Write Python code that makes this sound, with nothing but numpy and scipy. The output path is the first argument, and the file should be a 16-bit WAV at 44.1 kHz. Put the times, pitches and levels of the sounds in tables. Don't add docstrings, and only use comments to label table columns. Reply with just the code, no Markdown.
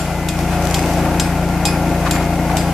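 import sys
import numpy as np
from scipy import signal
from scipy.fft import rfft, irfft, next_fast_len
from scipy.io import wavfile

SR = 44100
rng = np.random.default_rng(int(sys.argv[2]) if len(sys.argv) > 2 else 0)


def int16_out(signal):
    q = np.round(np.clip(np.atleast_2d(signal).T, -1, 1) * 32767)
    wavfile.write(sys.argv[1], SR, q.astype(np.int16))


N = 120393
T = np.arange(N) / SR
EDGE_HZ = 14300


def amp(db):
    return 10 ** (np.asarray(db) / 20)


def unit(x):
    return x / np.sqrt(np.mean(x ** 2) + 1e-20)


def read(points, hz):
    point_hz, value = np.transpose(points)
    return np.interp(np.log(hz + 1), np.log(point_hz + 1), value)


def level(points):
    return unit(amp(np.interp(T, *np.transpose(points))))


def add(mix, s, sound):
    at = round(s * SR)
    sound = sound[:, max(-at, 0):]
    part = mix[:, max(at, 0):][:, :sound.shape[1]]
    part += sound[:, :part.shape[1]]


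def drift(rate_hz):
    control_hz, size = 256, 1024
    hz = np.fft.rfftfreq(size, 1 / control_hz)
    spectrum = rfft(rng.standard_normal(size)) / (1 + (hz / rate_hz) ** 2)
    return unit(np.interp(T * control_hz, np.arange(size), irfft(spectrum)))


def noise(spectrum, likeness, size):
    n = next_fast_len(size)
    hz = np.fft.rfftfreq(n, 1 / SR)
    left, other = rfft(rng.standard_normal((2, n)))
    alike = np.clip(read(likeness, hz), -1, 1)
    right = alike * left + np.sqrt(1 - alike ** 2) * other
    coloured = np.array([left, right]) * amp(read(spectrum, hz))
    return unit(irfft(coloured, n)[:, :size])


def arch(length_s):
    return np.sin(np.linspace(0, np.pi, round(length_s * SR)))


CYCLE_HZ, BEAT_S = 28.95, 1.5006
WANDER_TURNS = 0.0051
FIRING_LAG_S = 0.00078


def orders(table, turns, scatter, flutter_db):
    out = np.zeros(N)
    for order, db in table:
        lag_turns = FIRING_LAG_S * CYCLE_HZ if order % 3 == 0 else 0
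        phase = 2 * np.pi * (turns - lag_turns) + scatter * rng.standard_normal()
        out -= amp(db + flutter_db * drift(1.6)) * np.cos(order * phase)
    return out


# order (multiple of the engine cycle), relative_level_db
EXHAUST_ORDERS = [(1, -36), (2, -23.5), (3, -26), (5, -24.5), (6, -21)]
DRONE_ORDERS = [(8, -32), (9, -30), (10, -28.5), (11, -26.5), (12, -39.5), (13, -37), (19, -35.5),
                (24, -29), (25, -48), (26, -33)]
WHINE_ORDERS = [(48, -37), (70, -43), (74, -41), (86, -50.5)]
# time_s, relative_level_db
EXHAUST_SWELL = [(0, -20.5), (0.36, -19.5), (0.39, -17.5), (0.77, -17), (2.73, -17.4)]
DRONE_SWELL = [(0, -31.5), (.3, -30), (.38, -27), (.72, -27.5), (.82, -22), (1.17, -21.5), (1.3, -26),
               (1.72, -23.5), (1.9, -20), (2.02, -26), (2.11, -22), (2.73, -24.5)]
EXHAUST_DB, DRONE_DB, WHINE_DB = 1, -1, -0.5
SCATTER, FLUTTER_DB = 0.1568, 1.07


def engine(turns):
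    throb = orders(EXHAUST_ORDERS, turns, scatter=0.022, flutter_db=0.54)
    throb = amp(EXHAUST_DB) * level(EXHAUST_SWELL) * throb
    drone = orders(DRONE_ORDERS, turns, SCATTER, FLUTTER_DB)
    drone = amp(DRONE_DB) * level(DRONE_SWELL) * drone
    whine = amp(WHINE_DB) * orders(WHINE_ORDERS, turns, SCATTER, flutter_db=-3.1)
    return throb + drone + whine


# frequency_hz, left_right_likeness (1 = same in both channels)
STEREO_LIKENESS = [(100, 0.98), (600, 1), (1300, 0.96), (2600, 0.39), (5500, 0.084), (9000, 0)]
# frequency_hz, relative_density_db (per Hz)
BOOM_COLOUR = [(20, -27), (45, -7.5), (130, -5), (215, 0), (265, -3.5), (325, -2.5), (375, -1.5),
               (440, -19.5), (700, -37.5)]
RUMBLE_COLOUR = [(200, -34), (330, -8.5), (420, -6.5), (540, -3), (640, -1), (860, -1), (1000, -10.5),
                 (1400, -17.5), (3000, -67)]
RATTLE_COLOUR = [(500, -25), (950, -7.5), (1100, -1), (1230, -7), (1420, 0.5), (1750, -4), (2500, -4.5),
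                 (3000, -17), (4500, -21)]
HISS_COLOUR = [(1200, -13), (2700, 6.5), (3500, 1), (4100, -0.5), (4600, 1.5), (6500, -0.5), (7600, -1.5),
               (9800, -5.5), (11500, -3.5), (14000, -8)]
# time_s, relative_level_db
RUMBLE_SWELL = [(0, -23.5), (.36, -24.5), (.6, -20.5), (1.1, -19), (1.3, -24), (1.38, -21.5), (1.53, -23),
                (1.66, -20.5), (2.0, -20.5), (2.17, -22), (2.46, -21.5), (2.53, -19.5), (2.73, -22.5)]
RATTLE_SWELL = [(0, -33), (.25, -35), (.42, -32), (.53, -30.5), (.68, -31), (1.2, -30), (1.45, -33),
                (1.62, -32.5), (1.66, -28.5), (1.75, -30), (2.03, -32), (2.1, -29), (2.25, -31.5),
                (2.47, -33.5), (2.53, -28.5), (2.73, -33.5)]
HISS_SWELL = [(0, 4.5), (.25, 1), (.36, 2), (.41, 6.5), (.47, 3), (.54, 6), (.59, 4.5), (.65, 6), (.8, 6.5),
              (.96, 7), (1.05, 3.5), (1.5, 1.5), (2.0, 3), (2.42, 2), (2.73, 4.5)]
BOOM_DB, RUMBLE_DB, RATTLE_DB, HISS_DB = -28.5, -25, -31, -34
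RATTLE_FLICKER_DB = 1.76


def belt():
    boom = noise(BOOM_COLOUR, STEREO_LIKENESS, N)[0]
    boom = amp(BOOM_DB) * level(EXHAUST_SWELL) * boom
    rumble = amp(RUMBLE_DB) * level(RUMBLE_SWELL) * noise(RUMBLE_COLOUR, STEREO_LIKENESS, N)
    rattle = amp(RATTLE_DB) * level(RATTLE_SWELL) * noise(RATTLE_COLOUR, STEREO_LIKENESS, N)
    rattle = rattle * amp(RATTLE_FLICKER_DB * drift(66))
    hiss = amp(HISS_DB) * level(HISS_SWELL) * noise(HISS_COLOUR, STEREO_LIKENESS, N)
    return boom + rumble + rattle + hiss


# frequency_hz, relative_density_db (per Hz)
STONE_COLOUR = [(2000, -2), (4500, -4), (6200, 2), (8500, -4), (14000, -10)]
GRIT_T60_S = 0.0098


def tick():
    t = np.arange(1024) / SR
    return noise(STONE_COLOUR, STEREO_LIKENESS, len(t)) * amp(-60 * t / GRIT_T60_S)


# time_s, relative_level_db
GRIT_SWELL = [(.3, -14), (.4, -3), (.59, -2), (.64, 8.5), (.85, 5), (1.1, -3.5)]
# start_s, onset_level_db
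LARGE_TICKS = [(.390, -19.5), (0.624, -22), (.6525, -22), (.655, -20), (.673, -31), (.7245, -24),
               (0.793, -14.5), (.8285, -21), (.8925, -25), (.9375, -22), (2.155, -21)]
GRIT_DB, GRIT_PER_S, GRIT_SPREAD_DB = -42, 320, 5
TICK_SHAPES = 12


def grit():
    out = np.zeros((2, N))
    for _ in range(TICK_SHAPES):
        falls = rng.random(N) < GRIT_PER_S / TICK_SHAPES / SR
        size = amp(GRIT_SPREAD_DB * np.minimum(rng.exponential(1, N), 4))
        out += signal.oaconvolve((size * falls)[None], tick(), axes=1)[:, :N]
    out = amp(GRIT_DB) * unit(out * level(GRIT_SWELL))
    for s, db in LARGE_TICKS:
        add(out, s, amp(db) * tick())
    return out


# frequency_hz, relative_density_db (per Hz)
CLACK_COLOUR = [(1200, -28), (2400, -3.5), (3500, 0.5), (4300, -2.5), (5100, -2.5), (5700, -2.5),
                (6700, -3.5), (7500, 0), (8600, -7), (10000, -16), (11100, -5.5), (12200, -15.5),
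                (14000, -15)]
BAND_DB, BAND_WIDTH_HZ = 5.5, 380


def clack_colour(low_hz, high_hz):
    hz = np.linspace(CLACK_COLOUR[0][0], EDGE_HZ, num=128)
    bands = sum(np.exp(-((hz - centre) / BAND_WIDTH_HZ) ** 2) for centre in (low_hz, high_hz))
    return np.column_stack([hz, read(CLACK_COLOUR, hz) + BAND_DB * bands])


def cluster(t, hz, db, t60, spread):
    detune, start, apart = rng.standard_normal((3, 8, 1))
    partials = np.sin(2 * np.pi * (hz * (1 + spread * detune) * t + start))
    sides = np.array([1 + 0.38 * apart[:, 0], 1 - 0.46 * apart[:, 0]])
    return amp(db - 60 * t / t60) * unit(sides @ partials)


# pitch_hz, relative_level_db, t60_s, spread (share of the pitch)
STEEL_MODES = [(2486, 0.5, .4, .005), (3450, -7.5, 0.35, 0.0082), (4630, -3.5, 0.41, 0.0085),
               (5170, 1, 0.23, 0.021), (7150, 1, 0.14, .008), (7530, 7, 0.15, 0.0103),
               (8350, -1.5, 0.17, 0.0073), (9260, 0, 0.19, .015), (10800, -6, 0.53, 0.025),
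               (12150, -3, 0.2, 0.0058)]
# start_s, clack_db, decay_s (time constant), low_hz, high_hz (strong bands),
# shake_db, ring_db (frame), first_hz, first_db, second_hz, second_db (roller pings)
JOINT_KNOCKS = [(-.02, -21, .003, 3400, 7400, -30, -37, 3370, -39, 7250, -34),
                (0.2862, -15.5, 0.0036, 3140, 7200, -29, -40, 2520, -34, 3200, -43),
                (0.7422, -15, 0.0055, 4320, 7760, -25.5, -36.5, 4970, -31, 5900, -41),
                (1.1971, -11.5, .0042, 6300, 7340, -25, -37.5, 5130, -30.5, 8220, -30),
                (1.6524, -13.5, 0.0047, 3680, 6300, -24, -30.5, 5065, -23.5, 4600, -31.5),
                (2.1099, -11.5, 0.0025, 3800, 7650, -26.5, -34, 7240, -29, 12150, -38),
                (2.5680, -16, 0.0029, 6060, 7900, -24, -38.5, 4890, -30.5, 8060, -34)]
CLACK_RISE_S, CLACK_HOLD_S, CLACK_LIKENESS = 0.0011, 0.0017, 0.87
SHAKE_T60_S, RING_RISE_S, RING_CHANCE_DB = 0.28, 0.0014, 2
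PING_T60_S, PING_ROUGH_DB, PING_SPREAD = 0.31, 1, .009


def knock(clack_db, decay_s, low_hz, high_hz, shake_db, ring_db, first_hz, first_db, second_hz, second_db):
    t = np.arange(SR // 4) / SR
    colour = clack_colour(low_hz, high_hz)
    burst = amp(clack_db) * noise(colour, [(1, CLACK_LIKENESS)], len(t))
    burst = burst * np.exp(-np.maximum(t - CLACK_HOLD_S, 0) / decay_s)
    shake = amp(shake_db - 60 * t / SHAKE_T60_S) * noise(CLACK_COLOUR, STEREO_LIKENESS, len(t))
    frame = np.zeros((2, len(t)))
    for hz, db, t60, spread in STEEL_MODES:
        mode_db = ring_db + db + RING_CHANCE_DB * rng.standard_normal()
        frame += cluster(t, hz, mode_db, t60, spread)
    roller = cluster(t, first_hz, first_db, PING_T60_S, PING_SPREAD)
    roller = roller + cluster(t, second_hz, second_db, PING_T60_S, PING_SPREAD)
    roller = roller * amp(PING_ROUGH_DB * drift(120)[:len(t)])
    clack_rise = np.minimum(t / CLACK_RISE_S, 1)
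    ring_rise = np.minimum(t / RING_RISE_S, 1)
    return clack_rise * (burst + shake) + ring_rise * (frame + roller)


# frequency_hz, relative_density_db (per Hz)
SCUFF_COLOUR = [(500, -11), (1000, 7.5), (1650, -0.5), (2500, -5.5), (4500, -12), (14000, -29)]
# start_s, length_s, level_db
SCRAPES = [(0.38, 0.022, -36), (0.517, 0.03, -25), (2.048, .045, -26.5), (2.148, 0.029, -25.5),
           (2.188, 0.053, -26.5), (2.482, 0.048, -27)]


def scuff(length_s, db):
    swell = arch(length_s)
    grain = amp(2 * drift(90))[:len(swell)]
    scrape = noise(SCUFF_COLOUR, STEREO_LIKENESS, size=4096)[:, :len(swell)]
    return amp(db) * swell * grain * scrape


# start_s, length_s, pitch_hz, level_db
ROLLER_GROANS = [(.42, 0.3, 727, -26.5), (1.61, 0.093, 840, -29), (2.469, 0.14, 765, -25.5)]
GROAN_WIDTH_HZ = 21


def groan(length_s, hz, db):
    swell = arch(length_s)
    band = [(hz + k * GROAN_WIDTH_HZ, -6 * k * k) for k in range(-4, 5)]
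    return amp(db) * swell * noise(band, STEREO_LIKENESS, N)[:, :len(swell)]


# frequency_hz, left_minus_right_db
LEAN = [(100, 2.9), (600, 3.1), (1300, 3.8), (2800, 2.1), (6000, 2.2), (10000, 1.2), (13000, 0)]


def scene():
    turns = CYCLE_HZ * (T - BEAT_S) + WANDER_TURNS * drift(2.55)
    mix = engine(turns) + belt() + grit()
    for s, *row in JOINT_KNOCKS:
        add(mix, s, knock(*row))
    for s, *row in SCRAPES:
        add(mix, s, scuff(*row))
    for s, *row in ROLLER_GROANS:
        add(mix, s, groan(*row))
    lean_db = read(LEAN, np.fft.rfftfreq(2 * N, 1 / SR))
    sides = amp(np.array([lean_db, -lean_db]) / 2)
    return irfft(rfft(mix, 2 * N) * sides)[:, :N]


def record(dry):
    limited = np.clip(dry, -.9, .9)
    low_pass = signal.firwin(511, EDGE_HZ, window=("kaiser", 9), fs=SR)
    return signal.oaconvolve(limited, low_pass[None], "same")


dry = scene()
out = record(dry)
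int16_out(out)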